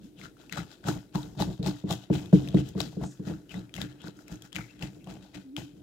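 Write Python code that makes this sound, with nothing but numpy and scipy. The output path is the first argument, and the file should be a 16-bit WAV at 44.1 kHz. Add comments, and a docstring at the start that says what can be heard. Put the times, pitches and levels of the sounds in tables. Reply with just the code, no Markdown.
"""Spoon in crushed ice

A plastic cup of crushed ice on a wooden table in a quiet room, a phone's two microphones close by.
A plastic spoon jabs up and down: each jab thumps the table through the cup, the slush crunches and
squeaks, lumps click on spoon and wall, and deep plunges gulp. A faint tone wavers near 300 Hz."""
import sys
import numpy as np
from scipy import signal
from scipy.fft import rfft, irfft, next_fast_len
from scipy.io import wavfile
from scipy.ndimage import map_coordinates

SR = 44100
rng = np.random.default_rng(int(sys.argv[2]) if len(sys.argv) > 2 else 0)


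def unload_wav(signal):
    """Save mono or channel-first audio to the path in sys.argv[1] as 16-bit WAV at rate SR, clipped to [-1, 1]."""
    wavfile.write(
        sys.argv[1],
        SR,
        np.round(np.clip(np.atleast_2d(signal).T, -1, 1) * 32767).astype(np.int16),
    )


N = 256662


def amp(db):
    """Gain of a level in dB."""
    return 10 ** (np.asarray(db) / 20)


def unit(x):
    """Scaled to rms 1."""
    return x / np.sqrt(np.mean(x ** 2) + 1e-20)


def along(points, hz):
    """Reads (frequency, value) points on a log frequency axis."""
    f, v = np.transpose(points)
    return np.interp(np.log(hz + 1), np.log(f + 1), v)


def wobble(rate):
    """A smooth random curve, rate knots a second."""
    return map_coordinates(rng.standard_normal(int(N * rate / SR) + 4), [np.arange(N) * rate / SR])


def filtered(x, response):
    """x through a complex frequency response."""
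    m = next_fast_len(N + SR // 2)
    return irfft(rfft(x, m) * response(np.fft.rfftfreq(m, 1 / SR)), m)[..., :N]


def resonance(f, hz, width):
    """Response of one causal resonance."""
    return 1j * f * width / (hz * hz - f * f + 1j * f * width + 1e-9)


# Balance at the microphones: (frequency [Hz], left over right [dB])
MIC_BALANCE = [(60, -4), (400, 2), (700, 4), (1300, 8), (2400, 15), (4400, 14), (6000, 6.5), (8000, -3.5),
               (15000, 2)]
def mic_gains(hz):
    """Left and right gain: the low treble is much louder on the left."""
    return amp(along(MIC_BALANCE, hz) / 2 * np.array([[1], [-1]]))


# Likeness of the two microphones' signals: (frequency [Hz], coherence [0-1])
MIC_COHERENCE = [(60, 0.5), (300, 0.87), (640, 0.71), (1400, 0.069), (3100, 0.3), (8000, 0)]
def mic_pair(noise, colour):
    """Colours two noises and mixes them as the two microphones hear them, rms 1."""
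    m = next_fast_len(N + SR // 2)
    f = np.fft.rfftfreq(m, 1 / SR)
    angle = np.arccos(np.clip(along(MIC_COHERENCE, f), 0, 1)) / 2
    mid, side = rfft(noise, m) * colour(f) * [np.cos(angle), np.sin(angle)]
    return unit(irfft(mic_gains(f) * [mid + side, mid - side], m)[:, :N])


# The quiet room at the microphones: (frequency [Hz], relative density [dB])
AIR_SPECTRUM = [(18, -9), (30, 9.5), (184, 13.5), (245, 12.5), (295, 19.5), (540, 3), (1070, -17),
                (1540, -13.5), (1760, -18), (3770, -20), (9460, -17.5), (14800, -19), (16000, -25)]
def room_air():
    """Room tone and a weak mains hum."""
    hum = amp(-62.5) * np.sin(2 * np.pi * 50 * np.arange(N) / SR)
    level = amp(-58 + 1.9 * wobble(3.42))
    return hum + level * mic_pair(rng.standard_normal((2, N)), lambda f: amp(along(AIR_SPECTRUM, f)))


# Course of the faint tone: (time [s], pitch [Hz], level [dB])
TONE_PATH = [(0, 210, -45), (.05, 215, -45.5), (.075, 299.3, -48), (.3, 303.3, -61.5), (.8, 296.5, -64),
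             (3.4, 297.8, -59.5), (4.7, 296.3, -56), (5.02, 298, -54.5), (5.38, 300.5, -61),
             (5.47, 262.4, -47.5), (5.51, 260.4, -43), (5.57, 309.8, -35.5), (5.65, 297.7, -41),
             (5.72, 290, -56), (5.82, 296, -58.5)]
def faint_tone():
    """A background tone that wavers in pitch and flutters in level."""
    times, *columns = np.transpose(TONE_PATH)
    hz, db = (np.interp(np.arange(N) / SR, times, column) for column in columns)
    phase = 2 * np.pi * np.cumsum(hz) / SR + 0.85 * wobble(45)
    flutter_db = 2.5 * wobble(30)
    return amp(db + flutter_db) * np.sin(phase + np.array([[0], [.8]]))


def grit(rate, spread_db, smooth):
    """Two streams of hiss, roughened by rate tiny breaks a second of uneven size."""
    breaks = (rng.random(N) < rate / SR) * amp(spread_db * np.clip(rng.standard_normal(N), -2, 2))
    bursts = signal.fftconvolve(breaks, np.exp(-np.arange(300) / 40))[:N]
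    return rng.standard_normal((2, N)) * (smooth + unit(bursts))


def splinters(count):
    """Wet splinters of ice: short damped rings, each at its own pitch and side, rms 1."""
    jitter, pitch, size, side = rng.standard_normal((count, 4)).T
    start = np.clip((np.arange(count) + jitter) * N / count, 0, N).astype(int)
    hz = np.clip(3500 * np.exp(.55 * pitch), 1200, SR / 6)[:, None]
    t = np.arange(160) / SR
    rings = amp(3.5 * np.clip(size, -2, 2))[:, None] * np.sin(2 * np.pi * hz * t) * np.exp(-hz * t / 3.5)
    at = (start[:, None] + np.arange(len(t))).ravel()
    lean_db = along(MIC_BALANCE, hz) / 2 + 3 * side[:, None]
    return unit(np.array([np.bincount(at, (amp(k * lean_db) * rings).ravel(), N)[:N] for k in (1, -1)]))


# Crunching slush from close by: (frequency [Hz], relative density [dB])
SLUSH_SPECTRUM = [(650, -24), (1100, -13), (1460, -2), (2240, -20.5), (2510, -7.5), (3510, -7), (4740, -13),
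                  (7620, -12), (9000, -18.5), (11700, -82)]
def slush_colour(f):
    """The broad crunch, with the spoon's stem ringing along."""
    return amp(along(SLUSH_SPECTRUM, f)) + amp(-5) * resonance(f, hz=3975, width=50)


# Modes of the cup wall: (frequency [Hz], width [Hz], level [dB])
CUP_MODES = [(629, 246, 0.5), (908, 187, 0), (1151, 69, -6), (1464, 19, -12)]
def cup_wall(f):
    """The hollow cup's response: resonances of alternating sign."""
    return sum((-1) ** k * amp(db) * resonance(f, hz, width)
               for k, (hz, width, db) in enumerate(CUP_MODES))


# High fizz of the ice: (frequency [Hz], gain [dB])
FIZZ_SPECTRUM = [(2940, -31), (5000, 3.5), (7240, 6.5), (7420, 1.5), (10300, -6), (13900, -2), (16000, -11)]
def fizz_colour(f):
    """The bright top of crunches and cracks."""
    return amp(along(FIZZ_SPECTRUM, f))


# Strokes of the spoon: (time of hardest moment [s], rise [s], fall [s], slush level [dB],
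# drag level [dB], rattle over slush [dB], fizz over slush [dB], air pocket [Hz])
SPOON_STROKES = [(0.047, 0.069, 0.14, -67, -79, -5, 1.5, 3420),
                 (0.198, 0.039, 0.094, -58.5, -73, -12, -2, 2800),
                 (0.247, 0.04, 0.073, -51.5, -68, -10, -9, 1460),
                 (.417, 0.062, 0.15, -59.5, -94, -3.5, -6, 1220),
                 (0.528, 0.018, 0.068, -47, -63.5, -32, -6.5, 2010),
                 (0.582, 0.06, 0.11, -45, -66.5, 1.5, -6, 1370),
                 (.73, 0.074, 0.098, -57.5, -100, -7.5, -6, 3836),
                 (0.885, 0.05, 0.13, -40, -58.5, 2.5, -1.5, 1230),
                 (1.152, 0.027, 0.29, -50, -59, 2, -2, 1130), (1.375, 0.008, 0.11, -58, -68, 2, -10, 3920),
                 (1.406, 0.026, 0.11, -42.5, -52.5, 2, -0.5, 3920),
                 (1.53, 0.1, 0.11, -64.5, -72, 6, -1, 3600), (1.632, 0.0057, 0.083, -55, -50, 2, -9, 3960),
                 (1.673, 0.038, 0.069, -41.5, -56.5, 5.5, -1, 4320),
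                 (1.79, 0.2, 0.09, -61, -102, 1, -1.5, 3520),
                 (1.922, 0.063, 0.076, -43, -60.5, 7.5, 2, 3450),
                 (2.042, 0.14, 0.075, -61.5, -90, -4, -5, 3420),
                 (2.141, 0.041, 0.22, -48, -53, -0.5, -1.5, 2680),
                 (2.331, 0.0061, 0.34, -49.5, -52, -3, -3.5, 3230),
                 (2.601, 0.078, 0.024, -48.5, -55.5, -12, -6, 3000),
                 (2.699, 0.17, 0.051, -58, -69, -4, -2, 3170),
                 (2.805, 0.055, 0.2, -47.5, -59, -4, -1.5, 4150),
                 (3.04, 0.056, 0.063, -52.5, -60, 10, -5, 1300), (3.12, 0.053, 0.41, -71, -89, -7, 5, 1590),
                 (3.278, 0.049, 0.16, -53, -60.5, 1.5, -3, 1440),
                 (3.518, 0.031, 0.076, -54, -76, -22, -4, 2600),
                 (3.566, 0.068, 0.18, -58.5, -65, 2.5, -5.5, 1374),
                 (3.752, 0.0042, 0.11, -56.5, -69, -7, 3, 2850),
                 (3.826, 0.079, 0.077, -48, -60.5, -13, -5, 1670),
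                 (3.9, 0.025, 0.2, -64, -83.5, 1.5, -12, 1670),
                 (4.08, 0.099, 0.048, -51.5, -69, -1, -6.5, 1250),
                 (4.21, 0.12, 0.084, -65.5, -78, -1.5, 4, 1430),
                 (4.323, 0.066, 0.11, -55, -68, 0, -1, 1370),
                 (4.451, 0.057, 0.063, -59.5, -81.5, -3, 1, 1490),
                 (4.558, 0.03, 0.25, -50.5, -68, -6, -3, 2070),
                 (4.832, 0.041, 0.092, -47.5, -56.5, -2, -5.5, 2300),
                 (4.96, 0.21, 0.35, -75, -75, -8, 2.5, 2530), (5.104, 0.053, 0.15, -55, -62, 6, -5.5, 2570),
                 (5.227, 0.017, 0.26, -63.5, -81, 1, -7.5, 4000),
                 (5.349, 0.016, 0.11, -52.5, -66, 0.5, -6.5, 2300),
                 (5.578, 0.017, 0.13, -48, -66, -4, -1.5, 2920),
                 (5.781, 0.087, 0.18, -77.5, -71, -5, 1, 2940)]
def swells(db, lead=1, lingers=1, weight=1):
    """Summed gain of the strokes; lead stretches each rise and lingers each fall."""
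    swing_db, rise_bend, fall_bend = 25, 1.33, 0.91  # a bend over 1 holds near the top
    hardest, rise, fall = np.abs(np.transpose(SPOON_STROKES)[:3, :, None])
    grid = np.arange(0, N, 32)
    late = grid / SR - hardest
    rising = np.abs(late / (lead * rise)) ** rise_bend
    falling = np.abs(late / (lingers * fall)) ** fall_bend
    gains = weight * amp(db[:, None] - swing_db * np.where(late < 0, rising, falling))
    return np.interp(np.arange(N), grid, gains.sum(axis=0))


def stirred_slush():
    """Each stroke crunches the slush, sounds an air pocket and rattles the cup wall."""
    slush_db, _, rattle_db, fizz_db, pocket_hz = np.transpose(SPOON_STROKES)[3:]
    crunch = grit(rate=660, spread_db=4.5, smooth=0.67)
    slush = mic_pair(crunch, slush_colour) + 0.45 * splinters(count=4000)
    slush *= swells(slush_db) + amp(-90)  # the slush never quite rests
    # the air pocket around the spoon has another size in each stroke
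    pockets = np.zeros((2, N))
    for hz in np.geomspace(1400, 4400, num=7):
        nearness = np.exp(-(np.log(pocket_hz / hz) / .14) ** 2)[:, None]
        band = mic_pair(crunch, lambda f: resonance(f, hz, width=.14 * hz))
        pockets += swells(slush_db, weight=nearness) * band
    rattle = mic_pair(grit(rate=190, spread_db=-4, smooth=0.73), cup_wall)
    rattle *= swells(slush_db + rattle_db, lead=0.94, lingers=0.98)
    fizz = mic_pair(grit(rate=1500, spread_db=1.5, smooth=1.2), fizz_colour)
    fizz *= swells(slush_db + fizz_db, lead=0.66, lingers=0.98)
    return slush + 0.64 * pockets + rattle + fizz


# Modes of the wooden table at the microphones: (frequency [Hz], t60 [s], swell [ms],
# first motion [+1 up, -1 down], left level [dB], right level [dB], right phase [rad])
TABLE_MODES = [(59, 0.061, 1.1, -1, 1, -4.5, 0.3), (82.9, 0.19, 2.3, -1, -15, -13, 0),
               (116, 0.23, 2.4, -1, -7, -11, -0.1), (132.5, 0.27, 4.3, -1, -8.5, -10.5, 0.08),
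               (156, 0.16, 13, -1, -5, -14, -0.5), (189.2, 0.11, 0.27, 1, -1.2, -1, 0.51),
               (252, 0.093, 0.62, -1, -9, -6, -1.5), (294.55, 0.3, 0.71, 1, -13, -11.5, 1.04),
               (315.8, 0.14, 0.61, -1, -11, -6, 0), (337.6, 0.039, 3.25, 1, -1.4, -19, -2),
               (375, 0.13, 0.45, 1, -27.5, -12.5, 4), (436.6, 0.06, 4.1, -1, -4.5, -16, -1.8),
               (518, 0.021, 1.4, 1, -12.5, -16, 1.5), (637, 0.015, 0.67, 1, -9, -16.5, 0.22)]
def wooden_table(force):
    """Each mode swells at its own pace under a force and meets each microphone at another place."""
    t = np.arange(SR // 2) / SR
    ring = np.zeros((2, len(t)))
    for hz, t60, swell_ms, motion, left_db, right_db, right_phase in TABLE_MODES:
        decay = amp(np.array([[left_db], [right_db]]) - 60 * t / t60)
        swell = 1 - np.exp(-1000 * t / swell_ms)
        ring += motion * decay * swell * np.sin(2 * np.pi * hz * t + np.array([[0], [right_phase]]))
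    return signal.fftconvolve(force, ring, axes=1)[:, :N]


def table_shake():
    """The spoon's drag and the cup's shudder shake the table with an uneven, noisy force."""
    drag_db = np.transpose(SPOON_STROKES)[4]
    force = swells(drag_db, lead=1.2, lingers=0.9) + cup_shudder()
    return wooden_table(rng.standard_normal((1, N)) * force * amp(3.86 * wobble(33)))


# Jabs that reach the table: (time [s], level [dB], knock trim [dB], push length [ms])
SPOON_JABS = [(0.027, -38, -41, 1.5), (0.199, -35, -24, 1.3), (0.578, -17, -24, 4),
              (0.849, -19.5, -26, 2.8), (0.883, -8, -17.5, 2.1), (0.952, -17, -31, 3.5),
              (1.148, -6.5, -34, 3.74), (1.367, -17.5, -41, 3.5), (1.402, -11, -16, 1.4),
              (1.591, -8, -39, 3.56), (1.666, -10.5, -21.5, 2.13), (1.683, -13, -26, 2.3),
              (1.839, -12, -38, 1.9), (1.907, -7.5, -21, 4.7), (2.1, -2, -33.5, 1.75),
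              (2.15, -9.5, -28, 4.9), (2.328, 5.5, -38.5, 1.82), (2.5433, -1, -31, 1.57),
              (2.75, -14, -29, 1.35), (2.803, -22.5, -3.5, 3.5), (2.926, -43.5, -3, 1.2),
              (2.968, -13.5, -42, 1.77), (3.012, -16.5, -21, 2.8), (3.194, -16, -39, 2.8),
              (3.268, -13.5, -41, 3.2), (3.294, -21, -36, 4.1), (3.319, -29.5, -14, 2.3),
              (3.541, -22.5, -23, 3.6), (3.6, -34, -23, 3.9), (3.783, -27, -11.5, 2),
              (3.812, -29, -6.5, 1.9), (4.039, -29, -21, 0.63), (4.081, -29, -19, 1.3),
              (4.314, -23, -42, 3.1), (4.588, -16, -26, 5.8), (4.83, -19, -19.5, 2), (5.07, -34, -10, 1.1),
              (5.353, -37, -22, 0.82), (5.578, -23, -24, 0.62)]
def jabs():
    """A jab is a soft push of a few ms into the table and a harder knock on the cup."""
    push, knock, t = np.zeros((1, N)), np.zeros((2, N)), np.arange(400) / SR
    for s, db, knock_db, push_ms in SPOON_JABS:
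        bump = np.sin(np.pi * np.clip(1000 * t / push_ms, 0, 1)) ** 2
        push[:, round(s * SR):][:, :len(t)] = amp(db - 5) * bump / bump.sum()
        burst = amp(db + knock_db + 16.5 - 60 * t / 0.022) * rng.standard_normal(len(t))
        knock[:, round(s * SR):][:, :len(t)] = burst * amp([[2], [-2]])
    thump = wooden_table(filtered(push, bending_waves))
    return uneven_load(thump) + filtered(knock, cup_wall)


def bending_waves(f):
    """High waves run faster through a board, so the thump arrives with a falling pitch."""
    lag = 0.3 * np.sqrt(f) - 2 * np.pi * f * 0.001
    low_cut = (1j * f / 146 / (1 + 1j * f / 146)) ** 2  # a brief push moves little deep bass
    return np.exp(-1j * lag) * low_cut


def uneven_load(x):
    """Arms and cup load the table unevenly: its pitches drift slightly."""
    at = np.arange(N) + .0006 * SR * wobble(14)
    return np.array([np.interp(at, np.arange(N), side) for side in x])


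def cup_shudder(t60=0.21):
    """The cup shudders on the table: a force level that starts with each jab and dies away."""
    kicks = np.zeros(N)
    for s, db, *_ in SPOON_JABS:
        kicks[round(s * SR)] = amp(db - 53.5)
    return signal.lfilter([1], [1, -amp(-60 / (t60 * SR))], kicks)


# Wet squeaks: (time [s], length [s], first pitch [Hz], last pitch [Hz], width [Hz], level [dB])
SPOON_SQUEAKS = [(0.167, 0.05, 3150, 2720, 700, -64), (4.261, 0.038, 2900, 2300, 300, -68),
                 (5.002, 0.035, 2300, 2820, 300, -69.5), (1.151, 0.062, 900, 965, 91, -41.5),
                 (3.038, 0.13, 7100, 6580, 2400, -56.5), (3.489, 0.052, 3080, 2270, 450, -54.5),
                 (3.543, 0.064, 3600, 3990, 293, -62), (3.735, 0.072, 3230, 2580, 450, -58),
                 (3.982, 0.13, 2670, 4660, 600, -63.5), (4.58, 0.09, 2350, 2035, 380, -55.5),
                 (4.678, 0.049, 2150, 2950, 450, -62)]
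def squeaks():
    """The spoon slides past ice in short slips: a band of noise around a gliding pitch."""
    out = np.zeros((2, N))
    for s, length, first_hz, last_hz, width_hz, db in SPOON_SQUEAKS:
        progress = np.linspace(0, 1, round(length * SR))
        noise = rng.standard_normal((2, SR // 5))
        rough = signal.lfilter(*signal.butter(2, width_hz / 2, fs=SR), noise)[:, -len(progress):]
        phase = 2 * np.pi * np.cumsum(first_hz + (last_hz - first_hz) * progress) / SR
        slips = amp(3 * map_coordinates(rng.standard_normal(40), [150 * length * progress]))
        band = unit(slips * (rough[0] * np.cos(phase) + rough[1] * np.sin(phase)))
        envelope = amp(db) * np.sin(np.pi * progress ** 0.62)
        out[:, round(s * SR):][:, :len(band)] += mic_gains(first_hz) * envelope * band
    return out


# Lumps hitting spoon and wall: (time [s], level [dB], pitch [Hz], crack over level [dB])
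ICE_CLICKS = [(0.2142, -40, 2160, -28), (0.256, -37.5, 1440, -30), (0.3688, -51.5, 1370, -9),
              (0.496, -38, 2630, -30), (0.5245, -30.5, 2010, 0), (0.574, -29, 1220, -37),
              (0.5904, -35.5, 1340, -24), (0.602, -37, 2070, -24), (0.841, -40, 1540, -28),
              (0.8861, -26, 1290, -29), (1.15, -31.5, 1072, -16), (1.1568, -28.5, 4050, -26),
              (1.1555, -23.5, 880, -40), (1.2308, -37.5, 3800, -21), (1.389, -51, 3870, -14),
              (1.4004, -28, 880, -29), (1.41, -30, 2830, -14), (1.4218, -24, 3900, -18),
              (1.4236, -20, 830, -39), (1.6288, -34.5, 3870, -11), (1.661, -29, 820, -30),
              (1.663, -29.5, 4050, -20), (1.667, -33, 906, -35), (1.908, -24, 3570, -7),
              (1.912, -26.5, 740, -40), (1.926, -25.5, 3420, -6.5), (2.1307, -45, 1640, -19),
              (2.1544, -31, 3660, -27), (2.259, -41, 3520, -21), (2.329, -38.5, 1530, -17),
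              (2.4755, -37, 2620, -12), (2.487, -34, 3600, -6), (2.546, -36.5, 3700, -20),
              (2.571, -37, 2030, -22), (2.6886, -59.5, 3445, 20), (2.7783, -41, 1180, -11),
              (2.804, -16.5, 3870, -35), (2.815, -23, 5430, -19), (3.04, -42, 1540, -17),
              (3.277, -46, 1370, -26), (3.494, -42.5, 2930, -15.5), (3.512, -47, 2690, -22),
              (3.5421, -37.5, 1980, -11.5), (3.593, -46, 3970, -6), (3.694, -49, 2430, -25),
              (3.7404, -30.5, 3220, -13), (3.7644, -32.5, 2740, -7), (3.752, -52, 2090, -3),
              (3.779, -34.5, 2100, -20), (3.8163, -22.5, 3580, -17), (3.926, -49, 3220, -20),
              (4.0176, -44.5, 2850, -5), (4.072, -39, 1500, -37), (4.082, -40, 4100, -10.5),
              (4.1695, -51, 6600, -4), (4.1904, -47.5, 1430, -13), (4.2808, -46, 2220, 3),
              (4.357, -39, 6330, -18), (4.4216, -41.5, 3340, 1.5), (4.522, -47, 2960, -25),
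              (4.5287, -35.5, 3220, -6.5), (4.5486, -37, 3480, -9), (4.557, -26, 2850, -9.5),
              (4.5633, -23, 2297, -42), (4.585, -33, 1500, -35), (4.608, -36.5, 1400, -35),
              (4.793, -45, 3270, -55), (4.825, -26, 2690, -21), (5.0429, -49.5, 3270, 0),
              (5.073, -43.5, 2830, -32), (5.14, -44, 7040, -10), (5.3438, -46, 2370, -22),
              (5.5653, -24.5, 3160, -39)]
def ice_clicks():
    """Each lump rings briefly at its own pitch, with a burst of noise and a short bright crack."""
    lumps, cracks = np.zeros((2, 2, N + SR))
    t = np.arange(SR // 10) / SR
    body_band = signal.butter(1, [900, 5000], "band", fs=SR)
    scatter_band = signal.butter(1, [1200, 7000], "band", fs=SR)
    for s, db, hz, crack_db in ICE_CLICKS:
        noise = rng.standard_normal((3, 2, len(t)))
        mic_offset = np.array([[0], [rng.uniform(0, 0.0003)]])
        t60 = 18 / hz + 0.0018
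        ring = amp(1 - 60 * t / t60) * np.sin(2 * np.pi * hz * (t + mic_offset))
        body = signal.lfilter(*body_band, noise[0]) * amp(-7 - 60 * t / 0.014)
        scatter = signal.lfilter(*scatter_band, noise[1]) * amp(-48 - 60 * t / 0.022)
        onset = amp(db) * (1 - np.exp(-t / 0.0001))
        lumps[:, round(s * SR):][:, :len(t)] += onset * mic_gains(hz) * (ring + body + scatter)
        cracks[:, round(s * SR):][:, :len(t)] += onset * noise[2] * amp(crack_db - 60 * t / 0.014)
    return lumps[:, :N] + filtered(cracks[:, :N], fizz_colour)


# Deep plunges of the spoon: (time [s], level [dB])
PLUNGES = [(1.595, -36.5), (1.841, -39), (2.102, -25), (2.33, -20.5), (2.545, -25), (2.753, -31.5),
           (2.97, -37), (3.196, -42)]
def gulps():
    """A pocket in the slush gulps: an uneven ring of sinking pitch, mostly on the left microphone."""
    from_hz, to_hz, sink_s, swell_s, t60 = 560, 148.2, .075, 0.016, 0.34
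    out, t = np.zeros(N + SR), np.arange(SR // 5) / SR
    hz = to_hz + (from_hz - to_hz) * np.exp(-t / sink_s)
    ring = amp(-60 * t / t60) * (1 - np.exp(-t / swell_s)) * np.sin(2 * np.pi * np.cumsum(hz) / SR)
    for s, db in PLUNGES:
        out[round(s * SR):][:len(t)] += amp(db) * ring
    return out[:N] * amp(4 * wobble(90) + np.array([[0], [-11]]))


# Decay of the small room: (frequency [Hz], t60 [s])
ROOM_DECAY = [(200, 0.048), (2000, 0.13), (10000, 0.0089)]
def room_reverb(x):
    """Each frequency of the room's answer dies at its own speed."""
    hz, t, spectra = signal.stft(rng.standard_normal((2, SR // 2)), SR, nperseg=256)
    tail = signal.istft(spectra * amp(-60 * t / along(ROOM_DECAY, hz)[:, None]), SR, nperseg=256)[1]
    return signal.fftconvolve(x, tail / np.linalg.norm(tail[0]), axes=1)[:, :N]


def scene():
    """Spoon, ice, cup and table up close, with a little of the room on the ice."""
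    shake = table_shake()
    ice = stirred_slush() + ice_clicks() + squeaks()
    return jabs() + gulps() + shake + ice + amp(-13) * room_reverb(ice) + faint_tone() + room_air()


def record(dry):
    """The phone's microphones fall off in the deep bass and keep nothing above the band limit."""
    low_hz, top_hz = 40, 15950
    return filtered(dry, lambda f: (f < top_hz) * (1j * f / low_hz / (1 + 1j * f / low_hz)) ** 3)


dry = scene()
out = record(dry)
unload_wav(out)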